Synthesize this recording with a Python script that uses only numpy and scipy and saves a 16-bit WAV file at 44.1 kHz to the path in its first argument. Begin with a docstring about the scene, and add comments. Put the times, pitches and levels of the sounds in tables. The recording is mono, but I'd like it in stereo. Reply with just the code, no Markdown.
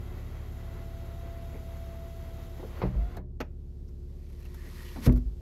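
"""An idling engine hums through a car cabin while a sunroof motor whines and its glass rumbles along its rails.
The glass crunches into its seal, the cabin booms, the drive stops with a clunk and a switch clicks.
Then a hand slides the sunshade faster and faster until it bangs shut. A phone with two microphone ports
hears it close by. Tonal parts are summed sines; rubbing and blows are coloured noise and damped modes."""
import sys
import numpy as np
from scipy import signal
from scipy.fft import rfft, irfft, next_fast_len
from scipy.io import wavfile
from scipy.ndimage import uniform_filter1d, map_coordinates

SR = 44100
rng = np.random.default_rng(int(sys.argv[2]) if len(sys.argv) > 2 else 0)


def digitize_waveform(pressure):
    """Quantize a signal to 16-bit integers and store it at the path in sys.argv[1].

    Rows of a 2-D input are taken as channels; values are limited to [-1, 1].
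    """
    field = np.atleast_2d(pressure).T
    bounded = np.clip(field, -1, 1)
    quanta = np.round(bounded * 32767).astype(np.int16)
    wavfile.write(sys.argv[1], SR, quanta)


N = 238565

# Knocks of the glass panel. Each row: start in seconds, rattle in dB, ring in dB, contact brightness in Hz.
KNOCKS = [(1.547, -34, -46.5, 327), (2.596, -39, -53.5, 650), (2.628, -35, -42, 563),
          (2.817, -29.5, -43, 4960), (2.827, -34.5, -19, 3950), (2.846, -36.5, -36.5, 1500),
          (2.94, -46.5, -34.5, 1500), (3.168, -40.5, -34, 2470)]
# Rattle spectrum of the panel, also of the jolting shade. Each row: frequency in Hz, level in dB.
KNOCK_COLOUR = [(120, -6), (230, 0), (320, 0), (450, 3), (650, 0), (1050, -1), (1300, -10), (2200, -15),
                (3000, -25), (5000, -28), (9000, -55), (15000, -56)]
# Spectrum of the fabric-covered shade when rubbed. Each row: frequency in Hz, level in dB.
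SHADE_COLOUR = [(500, -6), (760, -22), (960, -2), (1550, -11), (1900, -4), (3000, -12.5), (4500, -12),
                (9000, -22), (11000, -15.5), (13000, -17), (15500, -35)]

SEATED_S, STOP_S = 2.93, 3.17  # the glass is seated; the motor is cut (s)
RIPPLE_DB = 1.8  # peaks and notches that nearby surfaces leave in a rubbing sound (dB)
TOP_HZ = 15750  # band limit of the phone (Hz)


def amp(db):
    """Decibels to gain."""
    return 10 ** (np.asarray(db) / 20)


def unit(x):
    """Scale to rms 1."""
    return x / np.sqrt(np.mean(x ** 2) + 1e-20)


def along(points, hz):
    """Interpolate (Hz, value) points on a log frequency axis."""
    f, v = np.transpose(points)
    return np.interp(np.log(hz + 1), np.log(f + 1), v)


def curves(rows):
    """One value per sample for each column after the time."""
    s, *cols = np.transpose(rows)
    return [np.interp(np.arange(N) / SR, s, c) for c in cols]


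def ramp(start, length):
    """0 before start, rising evenly to 1 over length seconds."""
    return np.clip((np.arange(N) / SR - start) / length, 0, 1)


def since(start):
    """Seconds passed since start, 0 before it."""
    return np.maximum(np.arange(N) / SR - start, 0)


def wobble(rate):
    """A smooth random curve, rate knots a second."""
    knots = rng.standard_normal(int(N * rate / SR) + 4)
    return map_coordinates(knots, [np.arange(N) * rate / SR])


def filtered(x, response):
    """Multiply the spectrum of x by a complex response of frequency."""
    m = next_fast_len(N + SR // 2)
    return irfft(rfft(x, m) * response(np.fft.rfftfreq(m, 1 / SR)), m)[..., :N]


def add(track, s, sound):
    """Mix a sound into a track at time s."""
    part = track[..., round(s * SR):][..., :sound.shape[-1]]
    part += sound[..., :part.shape[-1]]


def spread(pair):
    """Mix two unrelated signals as mid and side, so that left and right are alike by a set amount."""
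    # Likeness of the two ports, held within 0 to 1 below. Each row: frequency in Hz, likeness.
    alike = [(60, 1.1), (200, 0.5), (450, .5), (700, 0.67), (1200, 0.34), (2500, 0.57), (8000, -1.6),
             (12500, 0.46)]

    def turn(hz):
        return np.arccos(np.clip(along(alike, hz), 0, 1)) / 2

    mid, side = filtered(pair, lambda hz: np.array([np.cos(turn(hz)), np.sin(turn(hz))]))
    return np.array([mid + side, mid - side])


def rush(colour, ripple_db=0):
    """Coloured stereo noise of rms 1; nearby reflections leave fixed peaks and notches in the treble."""
    bumps = rng.standard_normal(SR // 100)

    def shape(hz):
        ripple = ripple_db * np.minimum(hz / 1500, 1) * map_coordinates(bumps, [hz / 70])
        low_cut = np.minimum(hz / colour[0][0], 1) ** 2
        return amp(along(colour, hz) + ripple) * low_cut

    return unit(spread(filtered(rng.standard_normal((2, N)), shape)))


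def burst(colour, t60, slope, rise):
    """Dense damped modes of a struck part; the higher bands die sooner. Rms 1 over 20 ms."""
    t = np.arange(SR // 2) / SR
    hz = np.fft.rfftfreq(len(t), 1 / SR)
    low_cut = np.minimum(hz / colour[0][0], 1) ** 2
    noise = rfft(rng.standard_normal((2, len(t)))) * amp(along(colour, hz)) * low_cut
    centres = np.geomspace(150, 14000, 8)
    out = 0
    for centre, pick in zip(centres, np.eye(len(centres))):
        decay = amp(-60 * t / t60 * (centre / 1000) ** slope)  # t60 holds at 1 kHz
        fade = (1 - np.exp(-t / rise)) * decay
        band = irfft(noise * along(np.c_[centres, pick], hz), len(t))
        out = out + unit(fade) * band
    return unit(out) / 5  # the half second carries the energy of 20 ms at rms 1


def ring(modes, rise, scatter_db):
    """Modes of a loosely held part: new strengths for each blow, and phases that drift."""
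    t = np.arange(SR // 2) / SR
    tones = 0
    for hz, db, t60 in modes:
        steps = uniform_filter1d(rng.standard_normal(len(t)), size=SR // 3000)
        drift = np.cumsum(steps) * np.sqrt(.05 * hz / SR)
        level = amp(db + scatter_db * rng.normal() - 60 * t / t60)
        tones = tones + level * np.sin(2 * np.pi * hz * t + drift)
    return tones * (1 - np.exp(-t / rise))


def lines(speed, orders, flutter_db, flutter_rate):
    """Sines at multiples of a turning rate, each fluttering in level on its own."""
    angle = 2 * np.pi * np.cumsum(speed) / SR
    total = 0
    for k, db in orders:
        level = np.sqrt(2) * amp(db + flutter_db * wobble(flutter_rate))
        total = total + level * np.sin(k * angle + 2 * np.pi * rng.random())
    return total


def idle():
    """The engine hums at multiples of its cycle rate, over rumbling cabin air and a faint hiss."""
    # Engine hum. 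Each row: multiple of the cycle rate, level in dB.
    idle_orders = [(2, 0.5), (3, -14), (4, 2), (5, -20.5), (7, -24), (8, -14), (9, -13), (10, -18),
                   (11, -21), (12, -18.5), (13, -26), (14, -19), (15, -22.5), (16, -25), (20, -15),
                   (21, -20), (24, -21.5)]
    # Two steady low hums: a belt-driven accessory at 82 Hz and mains hum at 120 Hz. Each row: frequency in Hz,
    # level in dB against the engine.
    steady_hums = [(82, -14), (120, -13)]
    # Low rumble of the cabin air. Each row: frequency in Hz, level in dB.
    air_colour = [(25, -14), (42, -4), (54, 0), (66, -5), (85, -13), (120, -18), (160, -19.5), (257, -24.5),
                  (305, -32), (400, -22), (750, -37), (1500, -52), (4000, -110)]
    # Spectrum of the faint hiss. Each row: frequency in Hz, level in dB.
    hiss_colour = [(400, 22), (1200, 6), (2500, 0.5), (4500, 2), (7000, -2), (9500, -7.5), (12500, -3),
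                   (15500, -19)]
    idle_rate = 17.52  # cycles per s

    hum_db = -46 + 3 * np.exp(-since(0) / 2.26)  # settles from a slightly louder start
    speed = idle_rate * (1 + .002 * wobble(5))
    firing = lines(speed, idle_orders, flutter_db=.6, flutter_rate=5)
    hum_orders = [(hz / idle_rate, db) for hz, db in steady_hums]
    steady_lines = lines(speed, hum_orders, flutter_db=1, flutter_rate=3)
    # the sixth order throbs at first and fades by 2.5 dB per s
    throb = amp(-45 - 2.5 * since(0)) * lines(speed, [(6, 0)], flutter_db=.5, flutter_rate=2)
    drone = amp(-62.5) * rush([(320, -27), (350, 3.0), (368, 5.0), (400, -23), (1000, -100)])
    air = amp(-50.5) * rush(air_colour)
    # the hiss dips as the motor is cut, stays low for a moment and recovers
    dip_db, hold_s, recover_s = 16.5, 0.088, 0.46
    dip = ramp(STOP_S, 0.035) * np.exp(-since(STOP_S + hold_s) / recover_s)
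    hiss = amp(-62 - dip_db * dip) * rush(hiss_colour)
    return amp(hum_db) * (firing + steady_lines) + throb + drone + air + hiss


def cabin(x):
    """The padded cabin adds a short, weak tail, most alike at both ports in the bass."""
    tail = burst([(100, 0), (2000, -4), (14000, -9)], t60=.24, slope=.11, rise=.005)
    wet = signal.fftconvolve(x, tail / np.linalg.norm(tail[0]), axes=1)[:, :N]
    return x + amp(-19.5) * spread(wet)


def plastics():
    """The switch snaps back with two hard contacts and bits of trim tick, as short noise bursts."""
    # Switch contacts. Each row: start in seconds, level in dB.
    clicks = [(3.403, -32), (3.409, -34)]
    # Switch spectrum. Each row: frequency in Hz, level in dB.
    click_colour = [(200, 6), (520, 2), (760, -0.5), (950, 3), (1130, -6.5), (1350, -1.5), (2000, -10.5),
                    (2450, -7), (3300, -18.5), (6500, -23.5), (9000, -45), (12700, -25.5), (15500, -47)]
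    # Small plastic ticks of the trim. Each row: start in seconds, level in dB.
    ticks = [(3.168, -52), (3.889, -70), (4.3, -68), (4.403, -65), (4.452, -58), (4.544, -54), (5.123, -53),
             (5.161, -56), (5.174, -57)]
    # Trim spectrum. Each row: frequency in Hz, level in dB.
    tick_colour = [(600, 10.5), (1600, 8.5), (2600, -2), (4000, -1.5), (6500, -4), (9000, -10), (12500, 2),
                   (15500, -13)]
    out = np.zeros((2, N))
    for s, db in clicks:
        add(out, s, amp(db) * burst(click_colour, t60=.068, slope=.2, rise=.0005))
    for s, db in ticks:
        add(out, s, amp(db) * burst(tick_colour, t60=.06, slope=.2, rise=.0003))
    return spread(out)


def rustle():
    """Fingers brush over the fabric as they take hold of the shade: sparse snaps of its fibres."""
    grip_s, length_s, fibre_rate = 4.4, .16, 350  # middle (s), spread (s), snaps per s
    t = since(0)
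    snaps = (rng.random(N) < fibre_rate / SR) * rng.standard_normal((2, N))
    fabric = filtered(snaps, lambda hz: amp(along(SHADE_COLOUR, hz)) * np.minimum(hz / 1500, 1))
    return amp(-68) * np.exp(-((t - grip_s) / length_s) ** 2) * unit(spread(fabric))


def scrapes():
    """Broad rasps where an edge of the glass or shade catches, drags and chatters finely."""
    # Rasps of the edges. Each row: middle in seconds, centre in Hz, level in dB, spread in seconds.
    rasps = [(1.56, 2150, -61.5, .04), (3.886, 5500, -67, .008), (4.457, 2800, -61, .008),
             (4.595, 1800, -59, .025), (4.66, 1950, -55.5, .045), (4.79, 1900, -51.5, .022),
             (4.88, 2950, -55.5, .028)]
    t = np.arange(N) / SR
    out = np.zeros((2, N))
    for s, hz, db, length in rasps:
        rasp = rush([(hz / 2, -24), (hz * .8, -13), (hz, 0), (hz * 1.2, -13), (hz * 2, -34)])
        out += amp(db + 3 * wobble(220)) * np.exp(-((t - s) / length) ** 2) * rasp
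    return out


def slide():
    """The fabric-covered board rubs faster and faster, drumming in its channel."""
    # Spectrum of the drumming board. Each row: frequency in Hz, level in dB.
    board_colour = [(150, 3.5), (250, 7), (420, -7.5), (700, -10.5), (950, -16), (1500, -19), (4000, -49)]
    # Jolts that set the board drumming. Each row: start in seconds, level in dB, t60 in seconds.
    jolts = [(4.639, -45, 0.32), (4.961, -39, 0.61), (5.062, -19.5, 0.15)]
    push_s, full_speed_s, shut_s = 4.08, 4.78, 5.066  # push starts, full speed, stop (s)
    slow_db, fall_db_per_s = 25, 1398  # how much quieter it begins; how it dies at the stop
    tight_db, tight_s = 19, 0.051  # extra rub in the tight last stretch; its length (s)

    speed = ramp(push_s, full_speed_s - push_s)
    motion = ramp(push_s, 0.014) * amp(slow_db * (speed - 1) - fall_db_per_s * since(shut_s))
    rub_db = -51.5 + tight_db * ramp(shut_s - tight_s, tight_s)
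    rub_level = motion * amp(rub_db + 0.47 * wobble(35) + 1.3 * wobble(400))
    rub = rub_level * rush(SHADE_COLOUR, ripple_db=RIPPLE_DB)
    shaken = sum(ramp(s, 0.01) * amp(db - 60 * since(s) / t60) for s, db, t60 in jolts)
    drum = (amp(-59.5) * motion + shaken) * amp(0.94 * wobble(40)) * rush(board_colour)
    # the board jolts over a joint in the channel
    joint = np.zeros((2, N))
    add(joint, 4.959, amp(-41) * burst(KNOCK_COLOUR, t60=.1, slope=.2, rise=.001))
    return rub + drum + spread(joint)


def bang():
    """The shade hits its stop and rebounds: noisy clatter over ringing modes."""
    # Blows on the stop. Each row: start in seconds, clatter in dB, ring in dB.
    bangs = [(5.0673, -29, -24), (5.076, -35, -11), (5.094, -32, -27), (5.112, -46, -23), (5.161, -49, -29),
             (5.174, -51, -40)]
    # Clatter spectrum. Each row: frequency in Hz, level in dB.
    bang_colour = [(150, 5), (300, 3.5), (450, 6), (650, -4), (1200, -7.5), (2700, -25), (5000, -40),
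                   (9000, -40), (15000, -40)]
    # Modes of the shade and roof lining. Each row: frequency in Hz, level in dB, t60 in seconds.
    shade_modes = [(88, -2, .12), (126.6, 0, .25), (145, -1.5, .083), (207, -6, .16), (247.7, -3.5, .22),
                   (301, -12, .18), (343, -12, .19), (380, -11, .17), (436, -14, .1), (514, -20, .16),
                   (645, -21, .13)]
    clatter, body = np.zeros((2, N)), np.zeros(N)
    for s, clatter_db, ring_db in bangs:
        add(clatter, s, amp(clatter_db) * burst(bang_colour, t60=0.057, slope=0.85, rise=0.00084))
        add(body, s, -amp(ring_db) * ring(shade_modes, rise=0.0024, scatter_db=0))
    return spread(clatter) + body


def boom(hz, t60):
    """Each push on the roof sets the lowest air mode of the cabin swinging."""
    # Pushes of the roof on the cabin air. Each row: start in seconds, level in dB, push length in seconds.
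    pushes = [(2.834, -17, 0.033), (2.955, -8.5, 0.042), (3.03, -23, 0.011), (3.181, -47, 0.02),
              (5.078, -12, 0.0065), (5.136, -15.5, 0.0076), (5.253, -21.5, 0.012)]
    air = np.zeros(N)
    for s, db, push in pushes:
        add(air, s, amp(db) * ring([(hz, 0, t60)], rise=push, scatter_db=0.0))
    return air


def glass():
    """The panel bumps softly over its guides, crunches into the seal and the drive meets its end stop."""
    # Modes of the glass. Each row: frequency in Hz, level in dB, t60 in seconds.
    panel = [(124.7, -6, .5), (188, -5, .37), (280, -11, .17), (312, -13, .2), (378, -6, .16),
             (455, -6.5, .14), (549, -11, .13), (608, -13, .23)]
    # Modes of the lifting linkage under the glass. Each row: frequency in Hz, level in dB, t60 in seconds.
    linkage = [(560, -1, .08), (743, -2, .09), (950, -3, .08), (1060, 2, .08), (1850, -15, .08),
               (2120, -8, .08)]
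    # Modes of the drive's end stop. Each row: frequency in Hz, level in dB, t60 in seconds.
    end_stop = [(450, 8, .16), (1660, 2, .06), (3850, -8, .05), (4230, -9, .05)]
    rattle, body = np.zeros((2, N)), np.zeros(N)
    for s, rattle_db, ring_db, bright_hz in KNOCKS:
        contact = signal.butter(2, min(bright_hz, TOP_HZ), fs=SR)  # a soft contact dulls the blow
        clatter = signal.lfilter(*contact, burst(KNOCK_COLOUR, t60=0.12, slope=0.34, rise=0.00044))
        clank = signal.lfilter(*contact, ring(linkage, rise=.001, scatter_db=1.5))
        add(rattle, s, amp(rattle_db) * clatter)
        add(body, s, amp(rattle_db - 3) * clank)
        add(body, s, amp(ring_db) * ring(panel, rise=.003, scatter_db=1.5))
    add(body, 3.169, amp(-43.5) * ring(end_stop, rise=0.0012, scatter_db=0))
    return spread(rattle) + body


def shaft_speed():
    """Turns per second: knocks on the way drag the motor down; it races once the glass is seated, then brakes."""
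    # Motor speed while the glass travels. Each row: time in seconds, shaft turns per second.
    travel = [(0, 82.2), (1.25, 84.2), (2.55, 83), (2.8, 81.3)]
    free_rate, brake_rate = 90.3, 400  # unloaded turns per s; turns per s lost each s once cut
    sag_rate, sag_power, sag_s = 14.5, .42, .045  # turns per s lost at 0 dB ring; power; s to deepest
    speed, = curves(travel)
    speed = free_rate + (speed - free_rate) * np.exp(-since(SEATED_S) / .075)
    for s, _, ring_db, _ in KNOCKS:
        if s < SEATED_S:
            u = since(s) / sag_s
            speed = speed - sag_rate * amp(ring_db) ** sag_power * u * np.exp(1 - u)
    return np.maximum(speed - brake_rate * since(STOP_S), 0)


def drive():
    """The motor whines, its slot tone swelling near the roof's resonance; the glass rubs along its rails."""
    # Weaker motor lines. Each row: multiple of the shaft rate, level in dB.
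    motor_orders = [(1, -1), (2, -8), (3, -13.5), (5, -15.5), (9, -11), (11, -33), (16, -12), (18, -36),
                    (24, -24), (32, -28), (39, -25)]
    # Slot tone ahead of the roof's resonance. Each row: time in seconds, level in dB.
    slot_levels = [(.2, -66), (.7, -50), (1.4, -46), (2.1, -45.5), (2.5, -49), (2.96, -51), (3.01, -45.5),
                   (3.1, -50)]
    # Rumble of the glass on its rails. Each row: frequency in Hz, level in dB.
    rail_body = [(110, -9.5), (190, -11.5), (300, -10.5), (480, -9.5), (600, -10.5), (1000, -13.5),
                 (1450, -17), (1750, -19.5), (2100, -20), (2900, -28.5), (4700, -33), (6000, -53),
                 (9000, -85)]
    # Hiss of the rails. Each row: frequency in Hz, level in dB.
    rail_hiss = [(2000, 3.5), (4000, 3.5), (5600, -2), (6800, 1.5), (9200, -12.5), (10500, 0), (12500, 3),
                 (14200, -7), (15800, -13.5)]
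    slot_order = 8  # armature slot rate as a multiple of the shaft rate
    roof_hz, roof_width_hz = 687.7, 50
    seal_s = 2.82  # the glass meets its seal
    pinch_db, pinch_s = 6.5, 0.085  # the seal makes the rumble swell briefly
    muffle_db, muffle_s = 8.5, .1  # and muffles the hiss

    t = since(0)
    speed = shaft_speed() * (1 + .0015 * wobble(25) + .002 * wobble(6))
    resonance = 1 / np.hypot(1, 2 * (slot_order * speed - roof_hz) / roof_width_hz)
    slot = resonance * lines(speed, [(slot_order, 0)], flutter_db=.9, flutter_rate=18)
    overtone_db = -52.5 + 3 * ramp(SEATED_S, .075)  # louder once the motor races
    overtones = amp(overtone_db) * lines(speed, motor_orders, flutter_db=.9, flutter_rate=18)
    slot_db, = curves(slot_levels)
    whine = amp(slot_db) * slot + overtones
    # both rail sounds drift slowly in level along the way
    rumble_db = -51 - 0.35 * t + pinch_db * np.exp(-((t - seal_s) / pinch_s) ** 2)
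    hiss_db = -63.5 + t - muffle_db * ramp(seal_s, muffle_s)
    rumble_level = amp(rumble_db + 1.6 * wobble(15) + 0.25 * wobble(190))
    rumble = rumble_level * rush(rail_body, ripple_db=RIPPLE_DB)
    hiss_level = amp(hiss_db + 0.63 * wobble(30.13) + 0.47 * wobble(300))
    hiss = hiss_level * rush(rail_hiss, ripple_db=3.5)
    run_down = amp(-451 * since(STOP_S))  # dB per s once cut
    return run_down * (whine + rumble + hiss)


def scene():
    """Mix all sources; the sound reaches the left port a little sooner, at a slightly different level."""
    # Phase between the ports. Each row: frequency in Hz, radians by which left leads.
    lead = [(40, .2), (120, .35), (220, .5), (380, 1.7), (670, 2), (1100, 3.1), (2200, 4.6), (6000, 5.6),
            (12000, 6.3)]
    # Level between the ports. Each row: frequency in Hz, left minus right in dB.
    balance_db = [(60, .3), (200, -.7), (450, 2), (1000, 2.7), (2200, -.7), (5000, 3), (8000, 1.5),
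                  (12000, 0)]
    handled = glass() + slide() + rustle() + scrapes() + bang() + plastics()
    sound = idle() + drive() + boom(hz=51.0, t60=0.29) + cabin(handled)

    def half(hz):
        return amp(along(balance_db, hz) / 2) * np.exp(1j * along(lead, hz) / 2)

    return filtered(sound, lambda hz: np.array([half(hz), 1 / half(hz)]))


def record(dry):
    """The phone keeps nothing above its band limit."""
    return filtered(dry, lambda hz: hz < TOP_HZ)


dry = scene()
out = record(dry)
digitize_waveform(out)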